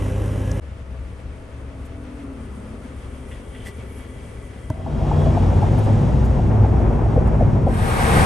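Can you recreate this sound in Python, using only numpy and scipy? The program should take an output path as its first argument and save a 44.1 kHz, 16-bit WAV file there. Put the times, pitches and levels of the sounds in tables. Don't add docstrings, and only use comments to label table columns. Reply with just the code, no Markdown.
import sys
import numpy as np
from scipy.fft import rfft, irfft, next_fast_len
from scipy.io import wavfile
from scipy.ndimage import map_coordinates

SR = 44100
rng = np.random.default_rng(int(sys.argv[2]) if len(sys.argv) > 2 else 0)


def int16_out(signal):
    q = np.round(np.clip(np.atleast_2d(signal).T, -1, 1) * 32767)
    wavfile.write(sys.argv[1], SR, q.astype(np.int16))


N = 363825
IDLE_END_S = 0.599
HIGHWAY_START_S, HIGHWAY_FADE_S = 4.68, 0.52
WINDOW_START_S, WINDOW_FADE_S = 7.656, 0.54
SIDES = np.array([[1], [-1]])

# (crank multiple, level [dB])
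IDLE_ORDERS = [(2.5, -28), (3.5, -31), (4, -37), (5, -25.5), (6, -39), (6.5, -36), (8, -39), (9.5, -43),
               (10, -40.5), (13, -38.5), (15, -43.5), (16, -61), (20, -43), (25, -43), (25.5, -45.5),
               (27, -50), (28, -49)]
# (frequency [Hz], relative density [dB])
TAILPIPE = [(80, -28), (130, -1), (190, -2.5), (240, -5.5), (350, -2), (450, -6.5), (520, -4), (620, -5),
            (700, -16), (820, -13), (1600, -39), (3000, -30), (5000, -49)]
EXHAUST_GAS = [(300, -2.5), (600, -6.5), (700, -13), (820, -6), (1460, -13), (2900, -17.5), (4500, -32.5),
               (5900, -24.5), (7500, -29), (9300, -24), (11200, -23.5), (12500, -53), (16000, -70)]
CABIN_RUMBLE = [(13, -42), (22, -11), (38, -5.5), (54, -2), (70, -3.5), (82, -5.5), (92, -4), (119, -4.5),
                (146, -15), (200, -25.5), (260, -56), (440, -120)]
SLOW_TYRES = [(110, -28), (165, -6), (213, -4), (264, -4), (318, -8.5), (457, -8.5), (541, -10.5),
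              (652, -12.5), (725, -22), (785, -18.5), (1500, -21.5), (1950, -55), (3300, -120)]
FAN = [(100, -60), (300, -17), (390, -1.5), (470, -3.5), (600, -28), (1200, -70)]
ENGINE_BAY = [(820, 0), (1400, -7.5), (1530, -3.5), (1800, -1.5), (1940, -3), (2130, -3), (2310, -4.5),
              (2390, -5), (3230, -10.5), (4090, -15.5), (6500, -19), (8450, -24), (14300, -120)]
INTAKE = [(3500, -22), (6000, 1), (7200, -0.5), (8700, 7.5), (10200, 11), (11300, 3), (12000, -51),
          (15000, -45)]
FLOOR_BOOM = [(13, -42), (22, -18), (48, 3.5), (75, -1.5), (97, -0.5), (140, -2.5), (177, -8.5), (240, -7),
              (288, -18), (330, -16), (430, -37), (730, -120)]
TYRE_ROAR = [(160, -38), (280, -1), (381, 0), (416, -1.5), (534, -1.5), (660, -4.5), (763, -6.5),
             (873, -6.5), (1070, -12.5), (1540, -20.5), (2800, -32.5), (3640, -57), (6160, -120)]
AIR_HISS = [(1400, -4.5), (2400, -1.5), (3300, -2.5), (4400, -9.5), (6000, -9), (8900, -15), (10200, -11.5),
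            (11300, -18.5), (12000, -49), (15000, -57)]
WIND = [(160, -38), (280, -24), (350, -3.5), (444, -2.5), (680, -4), (780, -1.5), (1050, -4.5), (1450, -12),
        (1800, -11.5), (2250, -11.5), (2900, -18), (5300, -27.5), (7280, -28), (8670, -21), (11300, -27),
        (12500, -31), (16000, -54)]
BUFFET = [(12, -37), (20, 1.5), (75, 2), (165, -2.5), (188, -8.5), (221, -5.5), (320, -14.5), (420, -48),
          (700, -120)]
# (frequency [Hz], coherence [0..1])
IDLE_COHERENCE = [(60, 0.23), (500, 0.18), (1300, 0.78), (2400, 0.93), (4200, 1)]
SLOW_COHERENCE = [(60, 1), (270, 0.91), (600, 0.66), (1100, 0.4), (2700, 0.31), (5000, .48), (7200, 0.54),
                  (8600, 1), (11000, 1)]
FAST_COHERENCE = [(60, 0.96), (270, 0.79), (600, 0.52), (1400, 0.35), (2200, 0.83), (5000, 0.85),
                  (6000, 0.99), (8700, 1), (9500, 1)]
WIND_COHERENCE = [(60, 0.94), (270, 0.72), (600, 0.49), (1000, .5), (2200, 0.87), (3500, 0.45), (5300, .3),
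                  (6500, .65), (8600, 0.84), (11000, 0.85)]
# (frequency [Hz], left lead [rad])
IDLE_PHASE = [(500, 0), (1400, -1), (2000, 0), (3200, .35), (4200, 0)]
SLOW_PHASE = [(200, 0), (1000, .6), (1750, -.8), (2900, 1.1), (4000, .4), (6900, .1), (7600, .9), (8500, 0)]
FAST_PHASE = [(300, 0), (1000, .7), (1600, -.9), (3000, .7), (5200, .6), (5800, 0)]
WIND_PHASE = [(150, 0), (600, 1.3), (1120, 1.5), (1500, 2.7), (1900, 5.5), (2300, 6.2), (2930, 7.9),
              (4050, 6.6), (7600, 7), (8500, 2 * np.pi)]
# (frequency [Hz], left over right [dB])
SLOW_PAN = [(50, 3), (150, -0.5), (350, 4), (860, 3.5), (2080, 0.5), (5040, 4), (12200, -1)]
FAST_PAN = [(60, 0.5), (150, 2), (350, 2), (860, 2), (2080, 0.5), (5040, 1.0), (12200, -1)]
WIND_PAN = [(60, 3.5), (150, -1), (350, 3), (860, 4.5), (2080, -0.5), (5040, 2.5), (12200, -1)]
# (time [s], level [dB], centre [Hz], half-length [s], width [octaves])
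TICKS = [(.5137, -36, 5860, .001, 0.34), (.5172, -32.5, 5700, .0011, 0.31), (1.86, -57, 8500, .012, .4),
         (3.611, -55.5, 3150, 0.088, .12), (3.676, -46.5, 2600, 0.024, 1.7), (3.674, -48, 9250, 0.021, .25),
         (3.96, -58, 10900, 0.088, 0.059), (5.79, -48, 10000, 0.008, 0.14), (5.85, -55, 9500, .02, 0.22),
         (6.256, -51.5, 7550, 0.012, 0.65), (7.278, -55, 8615, 0.008, 0.33)]
BUMPS = [(6.637, -22.5, 250, 0.0097, 0.24), (7.145, -17, 265, 0.011, 0.24), (7.568, -23, 192, 0.0099, 0.35),
         (7.735, -21, 253, .009, .25)]
# (time [s], frequency [Hz], level [dB])
CAR_DRONE = [(.6, 69, -28.5), (.8, 67, -36), (.95, 64.5, -28), (1.2, 70.5, -33.5), (1.8, 69.5, -37.5),
             (2.6, 70.3, -37), (4.65, 69.2, -35)]
GEAR_WHINE = [(.6, 652, -57.5), (1.25, 650, -54.5), (1.6, 655, -58), (1.8, 664, -50.5), (2.3, 653, -53.5),
              (2.7, 617, -59), (3.1, 600, -72)]
# (time [s], crank [Hz], lower order [dB], upper order [dB])
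RUN_DOWN = [(.7, 27.6, -60, -71), (1.2, 23.4, -64, -75), (1.7, 22.5, -44.5, -60), (1.95, 21, -44, -43),
            (2.13, 21, -34.5, -39.5), (2.27, 19.5, -50, -33), (2.42, 18.6, -39.5, -39.5),
            (2.57, 16.7, -46, -43), (2.73, 18.1, -41.5, -50), (2.87, 18.6, -46, -40),
            (3.25, 18.3, -48.5, -45.5), (4.6, 18, -49, -47.5)]
# (frequency [Hz], half-width [Hz], level [dB])
HOUSING_MODES = [(1987, 38, -1), (2240, 50, -1), (2360, 35, -11), (2820, 29, -9), (3240, 170, -7.5)]
# (frequency [Hz], level [dB])
BELT_WHINE = [(1999, -56), (3210, -66)]
# (time [s], level [dB])
RATTLES = [(3.311, -46.5), (3.546, -46), (3.657, -40)]
# (frequency [Hz], level [dB])
RATTLE_MODES = [(1560, 1), (1950, 8), (2250, -9), (2550, -4), (2850, 0), (3130, -7), (3290, 0), (3430, -1)]
# (time [s], lower [dB], upper [dB])
CABIN_DRONES = [(5.0, -26, -39), (5.3, -28, -31), (5.55, -23, -21), (5.72, -29, -20), (5.9, -40, -14.5),
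                (6.15, -17, -25), (6.37, -19.5, -34), (6.53, -26, -15), (6.72, -18, -19.5),
                (6.951, -24, -25.5), (7.25, -19, -18.5), (7.7, -25, -23)]
# (time [s], crank [Hz], throb [dB], snarl [dB])
PULL = [(4.8, 58.32, -19, -24), (5.05, 58.95, -26, -19), (5.22, 59.74, -20.5, -18),
        (5.48, 60.36, -16, -21.5), (5.65, 61.44, -17, -25.5), (5.83, 61.55, -25, -24),
        (5.96, 58.1, -32, -15.5), (6.08, 53.55, -35, -21), (6.35, 52.26, -33, -24), (6.6, 52.3, -31, -37),
        (7.6, 53.2, -33, -36)]
# (crank multiple, level [dB])
SNARL_ORDERS = [(2.5, -1), (3.5, -13), (4, -11), (5.5, -20)]
# (harmonic, level [dB], beam half-width [s])
BLOWER_PARTIALS = [(1, -32, 0.14), (5, -50.5, 0.089)]
# (frequency [Hz], level [dB], t60 [s])
TRIM_MODES = [(102.5, 3, 0.053), (284, -5, 0.048), (632, -12.5, 0.078), (950, -4.5, 0.02),
              (1560, -13, 0.015)]
# (time [s], front axle [dB], front note [Hz], rear axle [dB])
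JOINTS = [(4.865, -24, 810, -22), (5.117, -15.5, 823, -13), (5.375, -15.5, 704, -17),
          (5.630, -15.5, 818, -18.5), (5.888, -15, 680, -21), (6.396, -18.5, 709, -24.5),
          (6.651, -16.5, 768, -21), (6.908, -19, 640, -18.5), (7.166, -5.5, 601, -19),
          (7.413, -9, 625, -23), (7.672, -10, 610, -29.5)]
# (frequency [Hz], level re wind [dB])
DRIVETRAIN = [(62.4, -4), (447, -9), (510, -20), (550, -15.5), (741, -15), (1068, -15), (2190, -19)]
# (frequency [Hz], left lag [rad])
PORT_LAG = [(8800, 0), (10250, np.pi), (11700, 2 * np.pi)]


def amp(db):
    return 10 ** (np.asarray(db) / 20)


def unit(x):
    return x / np.sqrt(np.mean(x ** 2) + 1e-20)


def clock():
    return np.arange(N) / SR


def along(points, hz):
    knots_hz, values = np.transpose(points)
    return np.interp(np.log(hz + 1), np.log(knots_hz + 1), values)


def curves(rows):
    times_s, *columns = np.transpose(rows)
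    return [np.interp(clock(), times_s, column) for column in columns]


def rise(start_s, length_s):
    return np.clip((clock() - start_s) / length_s, 0, 1)


def passing(at_s, near_s):
    return 1 / np.hypot(1, (clock() - at_s) / near_s)


def wobble(rate_hz):
    return map_coordinates(rng.standard_normal(int(N * rate_hz / SR) + 4), [clock() * rate_hz])


def filtered(x, response):
    size = next_fast_len(N + SR // 4)
    return irfft(rfft(x, size) * response(np.fft.rfftfreq(size, 1 / SR)), size)[..., :N]


def noise_band(size, centre_hz, octaves):
    hz = np.fft.rfftfreq(size, 1 / SR) + 1
    band = np.exp(-0.5 * (np.log2(hz / centre_hz) / octaves) ** 2)
    return unit(irfft(rfft(rng.standard_normal(size)) * band, size))


def rush(spectrum, coherence, phase, pan, flutter_db, flutter_hz=20,
         ripple_db=1.7, ripple_step_hz=45, ripple_from_hz=300):
    size = next_fast_len(N)
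    hz = np.fft.rfftfreq(size, 1 / SR)
    mix_rad = np.arccos(np.clip(along(coherence, hz), 0, 1)) / 2
    ports = amp(SIDES * along(pan, hz) / 2) * np.exp(1j * SIDES * along(phase, hz) / 2)
    near, diffuse = ports * np.cos(mix_rad), ports * SIDES * np.sin(mix_rad)
    mid = np.hypot(abs(near.mean(axis=0)), abs(diffuse.mean(axis=0)))
    ripple = map_coordinates(rng.standard_normal(SR // 10), [hz / ripple_step_hz])
    shape_db = along(spectrum, hz) + ripple_db * ripple * hz / (hz + ripple_from_hz)
    shared, apart = rfft(rng.standard_normal((2, size))) * amp(shape_db) / mid
    pair = irfft(shared * near + apart * diffuse, size)[:, :N] * amp(flutter_db * wobble(flutter_hz))
    return pair / np.std(pair.mean(axis=0))


def tone(hz, waver, rough_db, orders=((1, 0),)):
    angle = 2 * np.pi * np.cumsum(hz * (1 + waver * wobble(25))) / SR
    gain = amp(rough_db * wobble(18))
    return gain * sum(amp(db) * np.sin(k * angle + 2 * np.pi * rng.random()) for k, db in orders)


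def idle(crank_hz=20.24, beat_at_s=0.0235, lope_db=1.7, max_locked_order=5, pipe_db=-35, gas_db=-38,
         shield_hz=1691, shield_db=-46):
    turns = np.cumsum(crank_hz * (1 + 0.0023 * wobble(5.9))) / SR - crank_hz * beat_at_s
    burble = np.zeros(N)
    for order, db in IDLE_ORDERS:
        gain = np.sqrt(2) * amp(db + lope_db * wobble(20.1))
        offset = (order > max_locked_order) * rng.random()
        burble += gain * np.cos(2 * np.pi * (order * turns + offset))
    pressure = unit(burble)
    puffs = np.exp(0.24 * pressure) * rng.standard_normal(N)
    pipe = unit(filtered(puffs, lambda hz: amp(along(TAILPIPE, hz))))
    gas = rush(EXHAUST_GAS, IDLE_COHERENCE, IDLE_PHASE, pan=[(1000, 0)], flutter_db=0.5)
    gas *= 1 + 0.12 * pressure
    shield = passing(at_s=0.52, near_s=0.035) * tone(shield_hz, waver=0.0022, rough_db=0)
    return burble + amp(pipe_db) * pipe + amp(gas_db) * gas + amp(shield_db) * shield


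def contacts(rows):
    out, size = np.zeros(N), SR // 2
    t = (np.arange(size) - size // 2) / SR
    for at_s, db, hz, half_s, octaves in rows:
        burst = amp(db) * noise_band(size, hz, octaves) * np.exp(-(t / half_s) ** 2)
        out[round(at_s * SR) - size // 2:][:size] += burst
    return out


def slow_car(rumble_db=-37, tyre_db=-45):
    ports = SLOW_COHERENCE, SLOW_PHASE, SLOW_PAN
    rumble = amp(rumble_db) * rush(CABIN_RUMBLE, *ports, flutter_db=-1, flutter_hz=11)
    tyres = amp(tyre_db) * rush(SLOW_TYRES, *ports, flutter_db=0)
    drone_hz, drone_db = curves(CAR_DRONE)
    drone = amp(drone_db) * tone(drone_hz, waver=0.011, rough_db=-0.9, orders=[(1, -0.5), (2, -20)])
    gear_hz, gear_db = curves(GEAR_WHINE)
    gears = amp(gear_db) * tone(gear_hz, waver=0.006, rough_db=-1.5) * (0.81 + 0.4 * wobble(45))
    return rumble + tyres + drone * amp(2 * SIDES) + gears


def truck_alongside(orders=(12, 14), fan_db=-48, tyre_db=-44, bay_at_s=3.86, bay_db=-53,
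                    intake_db=-57, rasp_db=-56):
    ports = SLOW_COHERENCE, SLOW_PHASE, SLOW_PAN
    crank_hz, *levels_db = curves(RUN_DOWN)
    engine = sum(amp(db) * tone(k * crank_hz, waver=0.0025, rough_db=0.5)
                 for k, db in zip(orders, levels_db))
    engine *= 1 + 0.13 * (1 + 4 * rise(2.15, 0.52)) * wobble(75)
    fan = amp(fan_db) * passing(at_s=3.8, near_s=0.5) * rush(FAN, *ports, flutter_db=2.5)
    tyre = amp(tyre_db) * passing(at_s=2.7, near_s=0.6) * rush(SLOW_TYRES, *ports, flutter_db=2)
    near = passing(bay_at_s, near_s=1.09)
    bay = amp(bay_db + 2 * near) * rush(ENGINE_BAY, *ports, flutter_db=1.1)
    intake = amp(intake_db) * near * rush(INTAKE, *ports, flutter_db=1.5)
    housing = lambda f: sum(amp(db) / (1 + ((f - hz) / width) ** 2) for hz, width, db in HOUSING_MODES)
    rasp = amp(rasp_db + 1.4 * wobble(18)) * passing(bay_at_s, near_s=0.41)
    rasp *= unit(filtered(rng.standard_normal(N), housing))
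    belt = sum(amp(db) * tone(hz, waver=0.00303, rough_db=2) for hz, db in BELT_WHINE)
    belt *= passing(at_s=4.77, near_s=0.3)
    belt *= 1.13 + 0.56 * wobble(70)
    return tyre + fan + bay + intake + (engine + rasp + belt) * amp(0.8 * SIDES)


def rattles(t60_s=0.15, attack_s=0.0048, detune=0.0096):
    out, t = np.zeros(N), clock()[:SR // 4]
    for at_s, db in RATTLES:
        ring = np.zeros(len(t))
        for hz, mode_db in RATTLE_MODES:
            gain = amp(mode_db + rng.normal(0, 3))
            ring += gain * np.sin(2 * np.pi * hz * rng.normal(1, detune) * t)
        ring *= 0.5 + 0.45 * wobble(490)[:len(t)]
        out[round(at_s * SR):][:len(t)] += amp(db - 60 * t / t60_s) * (1 - np.exp(-t / attack_s)) * ring
    return out


def highway(boom_db=-18.5, boom_db_per_s=0.8, roar_db=-28.5, air_db=-52, drones_hz=(60.7, 105.2),
            tread_hz=381, tread_db=-40):
    ports = FAST_COHERENCE, FAST_PHASE, FAST_PAN
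    boom = amp(boom_db + boom_db_per_s * (clock() - 6)) * rush(FLOOR_BOOM, *ports, flutter_db=0.73)
    roar = amp(roar_db) * rush(TYRE_ROAR, *ports, flutter_db=1.36, flutter_hz=45)
    air = amp(air_db) * rush(AIR_HISS, *ports, flutter_db=0.55)
    drones = sum(amp(db) * tone(hz, waver=0.0097, rough_db=2.2)
                 for hz, db in zip(drones_hz, curves(CABIN_DRONES)))
    tread = amp(tread_db) * tone(tread_hz, waver=0.00516, rough_db=2)
    return boom + roar + air + drones + tread


def truck_overtaking(throb_order=1.5, blower_order=11.1, grille_at_s=5.27, tail_at_s=5.88, wash_db=-47):
    crank_hz, throb_db, snarl_db = curves(PULL)
    throb = amp(throb_db) * tone(throb_order * crank_hz, waver=0.0036, rough_db=-0.8)
    snarl = amp(snarl_db) * tone(crank_hz, waver=0.003, rough_db=-0.2, orders=SNARL_ORDERS)
    wash = amp(wash_db) * rush(AIR_HISS, FAST_COHERENCE, FAST_PHASE, FAST_PAN, flutter_db=0)
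    wash *= 1 - rise(tail_at_s, 0.9)
    whine = np.zeros(N)
    for harmonic, db, beam_s in BLOWER_PARTIALS:
        partial = tone(harmonic * blower_order * crank_hz, waver=0.0021, rough_db=1)
        whine += amp(db) * passing(grille_at_s, beam_s) * partial
    whine *= 1 + 0.4 * wobble(130)
    whine *= rise(HIGHWAY_START_S, 0.088) * (1 - rise(grille_at_s, 0.15))
    pan = amp(0.8 * SIDES)
    return (wash + pan * (throb + snarl)) * rise(HIGHWAY_START_S, HIGHWAY_FADE_S) + pan * whine


def cabin_knock(at_s=4.7012, gain_db=-13, attack_s=0.0043, crack_db=-23, crack_t60_s=0.017):
    t = np.maximum(clock() - at_s, 0)
    ring = sum(amp(db - 60 * t / t60_s) * np.sin(2 * np.pi * hz * t) for hz, db, t60_s in TRIM_MODES)
    ring *= 1 - np.exp(-t / attack_s)
    crack = (t > 0) * amp(crack_db - 60 * t / crack_t60_s) * rng.standard_normal(N)
    return amp(gain_db) * (crack - 1.75 * ring)


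def joint_slaps(swell_s=0.0037, fade_s=0.0078, rear_lag_s=0.152, rear_hz=660, wheel_lag_s=0.0123,
                thud_hz=260, thud_db=-12, note_db=-7, rasp_db=-7):
    out, size = np.zeros(N), SR // 5
    t = (np.arange(size) - size // 2) / SR
    envelope = np.exp(np.minimum(t / swell_s, -t / fade_s))
    thud = amp(thud_db) * np.sin(2 * np.pi * thud_hz * t)
    front = [(at_s, db, hz) for at_s, db, hz, _ in JOINTS]
    rear = [(at_s + rear_lag_s, db, rear_hz) for at_s, _, _, db in JOINTS]
    for at_s, db, axle_hz in front + rear:
        for lag_s, wheel_db, hz in [(0, 0, axle_hz), (wheel_lag_s, -6, 0.855 * axle_hz)]:
            note = amp(note_db) * np.sin(2 * np.pi * (hz * t + rng.random()))
            rasp = amp(rasp_db) * noise_band(size, hz, octaves=0.29)
            slap = amp(db + wheel_db) * envelope * (note + rasp + thud)
            out[round((at_s + lag_s) * SR) - size // 2:][:size] += slap
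    return out * amp(SIDES)


def open_window(gain_db=-20, buffet_db=5, waver=0.0031):
    ports = WIND_COHERENCE, WIND_PHASE, WIND_PAN
    wind = rush(WIND, *ports, flutter_db=0.45)
    buffet = amp(buffet_db) * rush(BUFFET, *ports, flutter_db=1.5)
    drivetrain = sum(amp(db) * np.sin(2 * np.pi * hz * np.cumsum(1 + waver * wobble(22)) / SR)
                     for hz, db in DRIVETRAIN)
    return amp(gain_db) * (wind + buffet + drivetrain)


def scene():
    parked = idle() * (1 - rise(IDLE_END_S, 0.0012))
    slow = (slow_car() + truck_alongside()) * rise(IDLE_END_S + 0.0041, 0.018)
    slow *= 1 - rise(HIGHWAY_START_S, 0.4)
    fast = highway() * rise(HIGHWAY_START_S, HIGHWAY_FADE_S) + truck_overtaking()
    fast *= 1 - rise(WINDOW_START_S, 0.44)
    windy = open_window() * rise(WINDOW_START_S, WINDOW_FADE_S)
    events = joint_slaps() + cabin_knock() + rattles() + contacts(TICKS) + contacts(BUMPS)
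    return parked + slow + fast + windy + events


def record(dry, port_hz=10200, half_width_hz=550, port_db=3, cutoff_hz=12600):
    def response(hz):
        resonance = amp(port_db / (1 + ((hz - port_hz) / half_width_hz) ** 2))
        left_lag = np.exp(-1j * np.array([[1], [0]]) * along(PORT_LAG, hz))
        return resonance * left_lag / np.sqrt(1 + (hz / cutoff_hz) ** 80)
    return filtered(dry, response)


dry = scene()
out = record(dry)
int16_out(out)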